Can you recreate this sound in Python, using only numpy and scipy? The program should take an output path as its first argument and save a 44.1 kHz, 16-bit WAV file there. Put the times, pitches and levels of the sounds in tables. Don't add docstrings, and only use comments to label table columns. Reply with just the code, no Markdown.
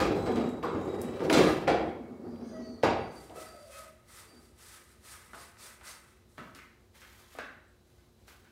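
import sys
import numpy as np
from scipy import signal
from scipy.fft import rfft, irfft, next_fast_len
from scipy.io import wavfile
from scipy.ndimage import uniform_filter1d, map_coordinates

SR = 44100
rng = np.random.default_rng(int(sys.argv[2]) if len(sys.argv) > 2 else 0)


def unload_audio(sound):
    columns = np.transpose(np.atleast_2d(sound))
    steps = np.round(np.clip(columns, -1, 1) * 32767)
    wavfile.write(sys.argv[1], SR, steps.astype(np.int16))


def rack_gain(trim_db):
    fader = np.asarray(trim_db, float)
    return 10 ** (fader / 20)


N = 375291

# f/Hz, level/dB
AIR_TONE = [(13, -41.5), (22, -17), (58, 4), (95, 0.5), (169, -8), (229, -7), (310, -11.5), (356, -8),
            (398, -9), (653, -16), (2020, -29), (4030, -26), (4500, -27), (14700, -35), (16000, -38)]
# f/Hz, level/dB
APPLIANCE_HUM = [
    (91.5, -84),
    (226, -73),
    (355, -71.5),
    (3960, -85),
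]
# f/Hz, time to fall by 60 dB/s
ROOM_RING = [(60, 1), (250, 0.71), (1000, 0.69), (3000, 0.64), (7000, 0.44), (14000, 0.15)]
COLOUR_BANDS = [80, 280, 620, 1800, 8000]

# start t/s, length t/s, level at the end/dB
SANDAL_DRAGS = [(6.385, 0.091, -71), (6.556, .02, -62.5), (6.96, 0.09, -62.5), (7.1, 0.22, -65),
                (7.33, .07, -64.5), (7.875, 0.17, -77.5), (8.19, 0.084, -78.5), (8.285, .015, -60.5),
                (8.41, .1, -78)]
# f/Hz, level per Hz/dB
SANDAL_HISS_TONE = [(1180, -59), (2000, -11.5), (2760, -27), (3040, -4), (9920, -10), (14900, -12),
                    (16000, -17.5)]
# start t/s, length t/s, level at the end/dB
CHALK_TWISTS = [(3.13, 0.11, -61), (3.23, 0.048, -67), (3.36, 0.061, -52), (3.5, 0.18, -63),
                (3.72, 0.071, -52), (4.1, 0.1, -54), (4.3, 0.16, -67), (4.6, .15, -54), (4.84, .08, -65.5),
                (5.05, 0.086, -51.5), (5.25, 0.032, -63), (5.35, 0.071, -54.5), (5.6, 0.068, -51),
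                (5.85, 0.04, -49), (6.05, 0.044, -68), (6.3, .05, -70.5)]
# f/Hz, level per Hz/dB
CHALK_HISS_TONE = [(1180, -26), (2000, -19), (3010, -6.5), (3340, -2), (3610, -2.5), (5490, -3.5),
                   (6700, -6), (9170, -5), (15100, -11), (16000, -19)]
# f/Hz, level per Hz/dB
SCRAPE_TONE = [(290, -28), (500, -7.5), (700, -11), (1050, -4.5), (1300, -5.5), (1550, -4.5), (2000, -2.5),
               (2800, -11.5), (4000, -20.5), (9000, -85)]
# start t/s, length t/s, level at the end/dB
CHALK_BITES = [(3.4, .04, -66), (5.39, .04, -63), (5.59, 0.061, -64.5), (5.87, .045, -53.5)]
# f/Hz, level per Hz/dB
BITE_TONE = [(2500, -40), (4000, -4), (4800, -0.5), (5600, -4), (8000, -12), (16000, -33)]
# f/Hz, width f/Hz, boost level/dB
CUE_MODES = [(597, 19, 4), (1047, 39, 5), (1270, 110, 5.5), (1510, 50, 7), (1880, 30, -11), (2000, 23, 1.5),
             (2650, 73, 5), (3350, 50, -1.5), (8630, 2800, 0.5)]
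# t/s, peak level/dB, weight level/dB, hardness level/dB
TAPS = [(5.333, -43.5, -15, 2), (5.811, -49.5, -29, 2), (6.381, -40, -9.5, 2.5), (6.55, -62, -1, 19.5),
        (6.589, -62, -21, 16), (7.017, -65, -8, 21.5), (7.189, -57, -17, 5), (7.352, -47, -12, 1.5),
        (7.387, -42, -10, 8.5), (7.894, -77, 1, 7), (7.982, -71.5, -7.5, 11.5), (8.02, -74, -3, 1.5),
        (8.281, -56.5, -11, 11), (8.446, -69.5, -12, 17.5)]
# f/Hz, level per Hz/dB
TAP_TONE = [(24, -40), (40, -8), (64, -13), (91, -14.5), (231, 19), (269, 22), (570, 7), (918, 5),
            (1590, 3), (3060, -10), (16000, -43)]

# t/s, level/dB, centre f/Hz, width f/Hz, room level/dB
LIGHT_TICKS = [(.358, -45.5, 5500, 3900, -5), (.49, -58, 8000, 4000, 4), (.632, -40, 1095, 300, 18),
               (.96, -61.5, 8560, 4000, 1.5), (1.016, -39.5, 10500, 6900, -1),
               (1.299, -51.5, 10200, 330, 14), (2.359, -61, 2350, 1400, -1), (2.414, -61, 2800, 2500, -3),
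               (3.297, -54, 2700, 1300, -9), (7.387, -32.5, 543, 140, -8), (7.39, -40, 1610, 450, 8),
               (7.68, -70, 8100, 690, 0), (.004, -34, 61, 10, 13), (2.9, -56, 61, 7.6, 12),
               (1.299, -21, 2000, 990, -10.5), (1.673, -35, 2000, 810, 7), (2.829, -32.5, 2130, 980, 3),
               (6.59, -54, 2090, 400, 8.5), (.634, -64, 12700, 200, 13), (6.384, -54.5, 140, 65, 12)]
# t/s, level/dB, centre f/Hz, width f/Hz, room level/dB
MORE_KNOCKS = [(.226, -54, 6000, 4400, -11), (.324, -61, 9000, 6000, -6), (.627, -44, 2000, 820, -3),
               (1.008, -56.5, 11000, 6000, -6), (1.028, -54, 7500, 3000, -6), (1.195, -50, 2500, 2200, 0),
               (1.204, -30, 600, 400, -4), (1.217, -43.5, 1410, 600, 3.5), (1.306, -19, 400, 200, -6),
               (1.372, -19, 330, 180, -4), (1.392, -15, 302, 130, -7), (1.455, -23, 380, 170, -6),
               (1.3, -58, 15200, 900, 14), (1.33, -35, 62, 8.9, 13), (1.679, -18.5, 595, 300, -4),
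               (2.834, -16, 540, 240, -7.5), (2.858, -22.5, 794, 110, -3), (5.333, -40.5, 1300, 480, -4),
               (5.347, -43, 1290, 540, -2), (5.811, -48, 1400, 900, -6), (6.41, -45, 230, 71, -2),
               (6.549, -50, 4000, 3500, -6), (7.35, -46, 600, 160, -3), (7.35, -51, 1050, 200, -3),
               (7.018, -57, 1700, 900, 6), (5.556, -56, 1400, 700, -6), (5.57, -52, 1300, 700, -6),
               (5.826, -52, 1300, 700, -6), (6.06, -58, 1200, 700, -6), (7.03, -53, 1500, 700, -3),
               (6.376, -56, 2000, 1500, 0), (1.68, -44, 62, 10, 13), (.262, -45, 2500, 2000, 0),
               (1.682, -30, 1700, 900, 3), (5.586, -60, 7000, 5000, 3)]

# start t/s, end t/s, first slip rate f/Hz, last slip rate f/Hz, level/dB
RAIL_SQUEAKS = [(.15, .6, 4030, 3790, -57), (.63, .92, 3850, 3720, -64), (.88, 1.29, 3810, 3900, -63),
                (.26, .4, 6800, 6760, -75), (.63, .75, 8300, 8200, -70), (1.33, 1.56, 13900, 13700, -60),
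                (1.36, 1.56, 10200, 9000, -55), (2.2, 2.42, 4480, 4750, -81)]
WOOD_GROANS = [(3.3, 3.52, 774, 698, -58), (3.53, 3.74, 680, 640, -56), (3.54, 3.76, 595, 563, -51.5),
               (3.72, 3.95, 640, 625, -56), (3.74, 3.93, 565, 556, -62)]
SCRAPE_WHISTLES = [(2.61, 2.83, 4420, 4330, -65.5), (2.62, 2.83, 4570, 4520, -62),
                   (2.63, 2.8, 8750, 8650, -77), (3.46, 3.71, 4720, 4730, -65)]
CHALK_SQUEAKS = [(3.367, 3.47, 1312, 1265, -48), (3.37, 3.44, 640, 622, -49.5),
                 (3.39, 3.46, 1990, 2000, -60), (3.367, 3.41, 2660, 2580, -60), (3.5, 3.6, 1290, 1270, -60),
                 (3.72, 3.9, 1275, 1258, -54), (3.722, 3.78, 1285, 1265, -50),
                 (3.72, 3.78, 2550, 2540, -62), (3.725, 3.76, 3150, 3140, -64)]
CLEAR_SQUEALS = [(1.6, 2.33, 2215, 2205, -66.5), (2.36, 2.66, 4760, 4790, -65),
                 (2.4, 2.76, 5400, 5335, -71.5), (2.43, 2.82, 6030, 5960, -68.5),
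                 (2.45, 2.74, 6600, 6600, -70.5), (2.45, 2.6, 8300, 8250, -77),
                 (2.42, 2.6, 4150, 4160, -77), (2.52, 2.72, 632, 647, -46.5),
                 (2.53, 2.776, 1950, 1914, -64), (.83, .9, 7600, 7620, -66), (3.002, 3.15, 4625, 4640, -62),
                 (3.16, 3.22, 4630, 4630, -58), (2.46, 2.57, 9560, 9540, -76),
                 (2.95, 3.13, 8950, 9320, -77), (2.28, 2.36, 5050, 5060, -76), (3.07, 3.2, 6220, 6130, -72),
                 (2.26, 2.42, 4640, 4750, -74), (2.47, 2.64, 4790, 4770, -62), (3.46, 3.7, 4700, 4760, -66),
                 (4.279, 4.46, 4665, 4640, -63), (7.31, 7.34, 2650, 2650, -66)]

# f/Hz, width f/Hz, boost level/dB
CABINET_MODES = [(58.6, 35, 12.5), (100.4, 17, 4.5), (157.5, 28, 4.5), (196.5, 8.8, 10), (238.7, 5, 12.5),
                 (315.6, 54, 7), (381, 75, 2.5), (441, 19.6, 4), (560, 33, 3.5), (640, 22, 3.5),
                 (711, 5.4, 2), (793, 17, 6.5), (1020, 19, 3), (1280, 170, 4), (1684, 270, 4.5),
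                 (1990, 68, 5), (2150, 16, 7), (2320, 156, 5), (2703, 13, 10), (3290, 42, 6),
                 (3850, 40, -1), (3960, 40, 5.5), (4800, 250, 3), (6250, 50, -12), (10200, 370, -2.5),
                 (13800, 400, 3)]
# t/s, peak level/dB, weight (boom) level/dB, hardness (clack) level/dB
CLUNKS = [(0.003, -20, 5.5, -1), (0.268, -23, -4, -8), (0.363, -23.5, 0.5, -7.5), (0.63, -29, 4, -3.5),
          (0.749, -26, 1, -13.5), (0.873, -38, 11.5, -7), (1.205, -26.5, 8.5, -10.5), (1.298, -18, 7, -3),
          (1.328, -18.5, 5, 3.5), (1.373, -24.5, 10.5, 3.5), (1.391, -18.5, 5.5, -5.5),
          (1.465, -32, 3, 2.5), (1.678, -12.5, -6.5, -7), (2.835, -11, -5.5, -7), (3.296, -38, -7, -11)]
# f/Hz, level per Hz/dB
CLUNK_TONE = [(24, -74), (40, -25), (106, -9.5), (155, -8), (189, -7), (363, 0), (392, -6.5), (467, 4.5),
              (570, -5), (770, -0.5), (1180, -9.5), (3930, -18.5), (16000, -47)]
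# t/s, rumble level/dB, looseness (rattle against rumble) level/dB
ROLL_COURSE = [(0, -33.5, -0.5), (.14, -30.5, -19.5), (.3, -32, -19), (.46, -33.5, -16), (.58, -39.5, -22),
               (1.06, -37, -8), (1.19, -42.5, -4), (1.36, -25, -10), (1.5, -29.5, 0.5), (1.67, -40.5, -8),
               (1.85, -37.5, -26), (2.0, -47, -41), (2.5, -47.5, -9), (2.82, -53.5, -10.5),
               (3.0, -41.5, -23.5), (3.28, -56.5, -25), (3.36, -52.5, 0.5), (3.62, -65, -13)]
# f/Hz, level per Hz/dB
ROLL_TONE = [(24, -49.5), (40, -39), (86, -6), (189, -7), (231, -8.5), (377, -2), (444, -5), (540, -2),
             (2000, -27.5), (2600, -40), (4400, -120)]
# f/Hz, level per Hz/dB
RATTLE_TONE = [(290, -39), (500, 1.5), (919, -20), (1230, -6), (1400, -19), (2690, -23), (2980, -24.5),
               (4800, -36), (7420, -42), (16000, -53.5)]
# start t/s, length t/s, level/dB
TROUGHS = [(.05, 0.18, -56), (.3, 0.17, -32.5), (.55, 0.48, -56), (1.04, 0.019, -38), (1.3, 0.34, -53),
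           (1.8, 0.92, -44.5), (2.95, 0.11, -53), (4.33, 0.062, -61.5)]
# start t/s, length t/s, level/dB
LAST_ROLL = [(4.29, 0.091, -59.5)]


def unit(x):
    return x / np.sqrt(np.mean(x ** 2) + 1e-20)


def along(points, hz):
    f, v = np.transpose(points)
    return np.interp(np.log(hz + 1), np.log(f + 1), v)


def curves(rows):
    s, *columns = np.transpose(rows)
    t = np.arange(N) / SR
    inside = (t >= s[0]) & (t <= s[-1])
    gate = uniform_filter1d(inside * 1., size=900, mode="nearest")
    return [np.interp(t, s, column) for column in columns] + [gate]


def wobble(rate, size=N):
    knots = rng.standard_normal(size // 40 + 4)
    return map_coordinates(knots, [np.arange(size) * rate / SR])


def filtered(x, response):
    size = next_fast_len(len(x) + 8192)
    spectrum = rfft(x, size) * response(np.fft.rfftfreq(size, 1 / SR))
    return irfft(spectrum, size)[:len(x)]


def causal(x, gain_db):
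    gain = rack_gain(gain_db(np.fft.rfftfreq(8192, 1 / SR)))
    cepstrum = irfft(np.log(gain + 1e-6))
    cepstrum[1:4096] *= 2
    cepstrum[4097:] = 0
    ringing = irfft(np.exp(rfft(cepstrum)))
    return signal.fftconvolve(x, ringing)[:len(x)]


def resonant(tone, body, scatter_db):
    centre, width, boost_db = np.transpose(body)[:, :, None]
    boost_db = boost_db + scatter_db * rng.standard_normal(boost_db.shape)

    def gain_db(hz):
        peaks = boost_db / (1 + (2 * (hz - centre) / width) ** 2)
        return along(tone, hz) + np.sum(peaks, axis=0)
    return gain_db


def grains(gain_db, lumps_db, lump_rate):
    force = rng.standard_normal(N) * rack_gain(lumps_db * wobble(lump_rate))
    grid = np.arange(0, SR / 2, 3.)
    gain = rack_gain(gain_db(grid))
    return unit(filtered(force, lambda hz: np.interp(hz, grid, gain)))


def patchy(x, patchy_db):
    z = signal.stft(x, nperseg=1024)[2]
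    field = uniform_filter1d(rng.standard_normal(z.shape), size=4, axis=0)
    field = uniform_filter1d(field, size=14, axis=1)
    return unit(signal.istft(z * rack_gain(patchy_db * unit(field)), nperseg=1024)[1][:N])


def strokes(rows, attack_s, swell_db, fall_db_s):
    start, length, db = np.transpose(rows)[:, :, None]
    knots = np.arange(0, N + 64, 64)
    t = knots / SR - start
    bite_db = -30 * np.clip(-t / (attack_s + 0.34 * length), 0, 4)
    press_db = -swell_db * np.clip(1 - t / length, 0, 1)
    fade_db = -fall_db_s * np.clip(t - length, 0, None)
    power = np.sum(rack_gain(db + bite_db + press_db + fade_db) ** 2, axis=0)
    return np.interp(np.arange(N), knots, np.sqrt(power))


def slips(rows, waver, waver_rate, bright, spread, grip_db, overtone_db):
    out = np.zeros(N + SR)
    for start, end, first_hz, last_hz, db in rows:
        size = round((end - start) * SR)
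        rate = np.linspace(first_hz, last_hz, size) * (1 + waver * wobble(waver_rate, size=size))
        turns = np.cumsum(rate) / SR
        k = np.arange(1, int(15500 / first_hz) + 1)[:, None]
        strength = np.exp(-.5 * ((k / bright - 1) / spread) ** 2)
        strength = strength + rack_gain(overtone_db * (k - 1) ** 2) * (k > 1)
        stack = strength * np.sin(2 * np.pi * k * turns)
        grip = np.sin(np.pi * (np.arange(size) / size) ** 0.42) ** 0.5
        grip = grip * rack_gain(grip_db * wobble(38, size=size))
        out[round(start * SR):][:size] += rack_gain(db) * grip * stack.sum(axis=0)
    return out[:N]


def tail():
    hz, t, z = signal.stft(rng.standard_normal(SR), SR, nperseg=256)
    fading = z * rack_gain(-60 * t / along(ROOM_RING, hz)[:, None])
    echo = signal.istft(fading, SR, nperseg=256)[1][:SR]
    echo *= 1 - np.exp(-np.arange(SR) / SR / 0.0014)
    return echo / np.linalg.norm(echo)


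def blows(events, tone, body, direct_db, crack_db, level_db, thud_db, click_db, click_grows):
    out = np.zeros(N + SR)
    crack_fade = rack_gain(crack_db - 60 * np.arange(150) / SR / .006)
    for s, db, weight_db, hard_db in events:
        answer = tail()
        answer[0] += rack_gain(direct_db)
        answer[:150] += crack_fade * np.diff(rng.standard_normal(151))
        boosts_db = [thud_db, weight_db, 0, hard_db, click_db + click_grows * hard_db]
        colour = list(zip(COLOUR_BANDS, boosts_db))
        ring_db = resonant(tone, body, scatter_db=0.0)
        small_modes = rng.standard_normal(400)

        def blow_db(hz):
            spot_db = along(colour, hz) + 2.94 * map_coordinates(small_modes, [hz / 70])
            return ring_db(hz) + spot_db
        out[round(s * SR):][:SR] += rack_gain(db + level_db) * causal(answer, blow_db)
    return out[:N]


def rubbing(rows, hiss_tone, body, lumps_db, attack_s, swell_db, fall_db_s, scrape_db, scrape_fall):
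    hiss = grains(resonant(hiss_tone, body, scatter_db=11.0), lumps_db, lump_rate=110)
    hiss = patchy(hiss, patchy_db=0.5)
    scrape = grains(resonant(SCRAPE_TONE, body, scatter_db=5.5), lumps_db, lump_rate=50)
    scrape = patchy(scrape, patchy_db=1.0)
    brief = strokes(rows, attack_s, swell_db, fall_db_s)
    lasting = strokes(rows, attack_s, swell_db, fall_db_s * scrape_fall)
    return brief * hiss + rack_gain(scrape_db) * lasting * scrape


def house():
    t = np.arange(N) / SR
    hum = np.zeros(N)
    for hz, db in APPLIANCE_HUM:
        loudness = rack_gain(db + 0.5 + 1.5 * wobble(8.3))
        hum += loudness * np.sin(2 * np.pi * hz * t + (1 + hz / 1500) * wobble(16))
    room_modes = [(61, 12, 5), (94, 14, 3)]  # f/Hz, width f/Hz, boost level/dB
    air = grains(resonant(AIR_TONE, room_modes, scatter_db=0), lumps_db=.6, lump_rate=12)
    drift_db = .7 * wobble(1.5)
    return rack_gain(-61.5 + drift_db) * air + hum


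def sandals():
    sole = [(1720, 400, 0.87)]  # f/Hz, width f/Hz, boost level/dB
    return rubbing(SANDAL_DRAGS, SANDAL_HISS_TONE, sole, lumps_db=1.5, attack_s=0.025, swell_db=-0.5,
                   fall_db_s=123, scrape_db=-1.5, scrape_fall=0.87)


def chalking():
    return rubbing(CHALK_TWISTS, CHALK_HISS_TONE, CUE_MODES, lumps_db=1.0, attack_s=0.036, swell_db=5,
                   fall_db_s=126.0, scrape_db=-3, scrape_fall=0.57)


def bites():
    rasp = grains(lambda hz: along(BITE_TONE, hz), lumps_db=3.0, lump_rate=220)
    rasp = patchy(rasp, patchy_db=4.0)
    return strokes(CHALK_BITES, attack_s=.02, swell_db=0.0, fall_db_s=200) * rasp


def taps():
    return blows(TAPS, TAP_TONE, CUE_MODES, direct_db=-8.5, crack_db=-13.0, level_db=27.0,
                 thud_db=12.5, click_db=5, click_grows=1.22)


def ticks():
    out = np.zeros(N + SR)
    burst_fade = rack_gain(-60 * np.arange(300) / SR / 0.015)
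    for s, db, centre_hz, width_hz, room_db in LIGHT_TICKS + MORE_KNOCKS:
        answer = rack_gain(room_db) * tail()
        answer[:300] += burst_fade * rng.standard_normal(300) / 6
        resonance = np.concatenate(signal.iirpeak(centre_hz, centre_hz / width_hz / 1.38, SR))
        ring = signal.sosfilt([resonance, resonance], answer)
        out[round(s * SR):][:SR] += rack_gain(db + 14.5) * np.sqrt(SR / width_hz) * ring
    return out[:N]


def squeals():
    near = slips(RAIL_SQUEAKS, waver=.015, waver_rate=140, bright=0.94, spread=0.33,
                 grip_db=2.2, overtone_db=-8.0)
    near += slips(WOOD_GROANS, waver=0.038, waver_rate=110.6, bright=0.85, spread=0.4,
                  grip_db=2.5, overtone_db=-34)
    near += slips(SCRAPE_WHISTLES, waver=0.018, waver_rate=150, bright=0.98, spread=0.34,
                  grip_db=1.5, overtone_db=-30.5)
    near += slips(CHALK_SQUEAKS, waver=0.009, waver_rate=120, bright=0.96, spread=0.3,
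                  grip_db=1.0, overtone_db=-20)
    near += slips(CLEAR_SQUEALS, waver=0.004, waver_rate=90, bright=0.92, spread=0.31,
                  grip_db=1.2, overtone_db=-20)
    return near + rack_gain(-5) * signal.fftconvolve(near, tail())[:N]


def clunks():
    return blows(CLUNKS, CLUNK_TONE, CABINET_MODES, direct_db=-9.5, crack_db=-25.5, level_db=35.5,
                 thud_db=0.0, click_db=7.5, click_grows=1.93)


def rolling():
    rumble_db, loose_db, gate = curves(ROLL_COURSE)
    rumble = grains(resonant(ROLL_TONE, CABINET_MODES, scatter_db=4.0), lumps_db=2.0, lump_rate=35)
    rattle = grains(resonant(RATTLE_TONE, CABINET_MODES, scatter_db=1.0), lumps_db=2.0, lump_rate=72)
    rattle = patchy(rattle, patchy_db=3.5)
    grit = unit(filtered(rattle, lambda hz: 1 / (1 + (4500 / (hz + 1)) ** 6)))
    grit_db = -26 + 0.29 * loose_db
    contact = rumble + rack_gain(loose_db) * rattle + rack_gain(grit_db) * grit
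    track = gate * rack_gain(rumble_db) * contact
    drone = unit(filtered(rng.standard_normal(N), lambda hz: 1 / (1 + ((hz - 240) / 22) ** 2)))
    trough = strokes(TROUGHS, attack_s=0.069, swell_db=1.5, fall_db_s=105.0) * drone
    creep = strokes(LAST_ROLL, attack_s=0.094, swell_db=2.0, fall_db_s=80) * rumble
    return track + trough + creep


def scene():
    table = rolling() + clunks()
    player = taps() + chalking() + sandals()
    return (table + player + ticks() + squeals() + house() + bites())[None]


def band_limit(x):
    return signal.sosfilt(signal.butter(12, 16510, fs=SR, output="sos"), x)


def record(dry):
    def microphone(hz):
        treble = np.where(hz < 15790, 1, rack_gain(-32.5))
        return treble / (1 + (42 / (hz + 1)) ** 4)
    heard = filtered(dry[0], microphone)
    return band_limit(heard[None])


dry = scene()
out = record(dry)
unload_audio(out)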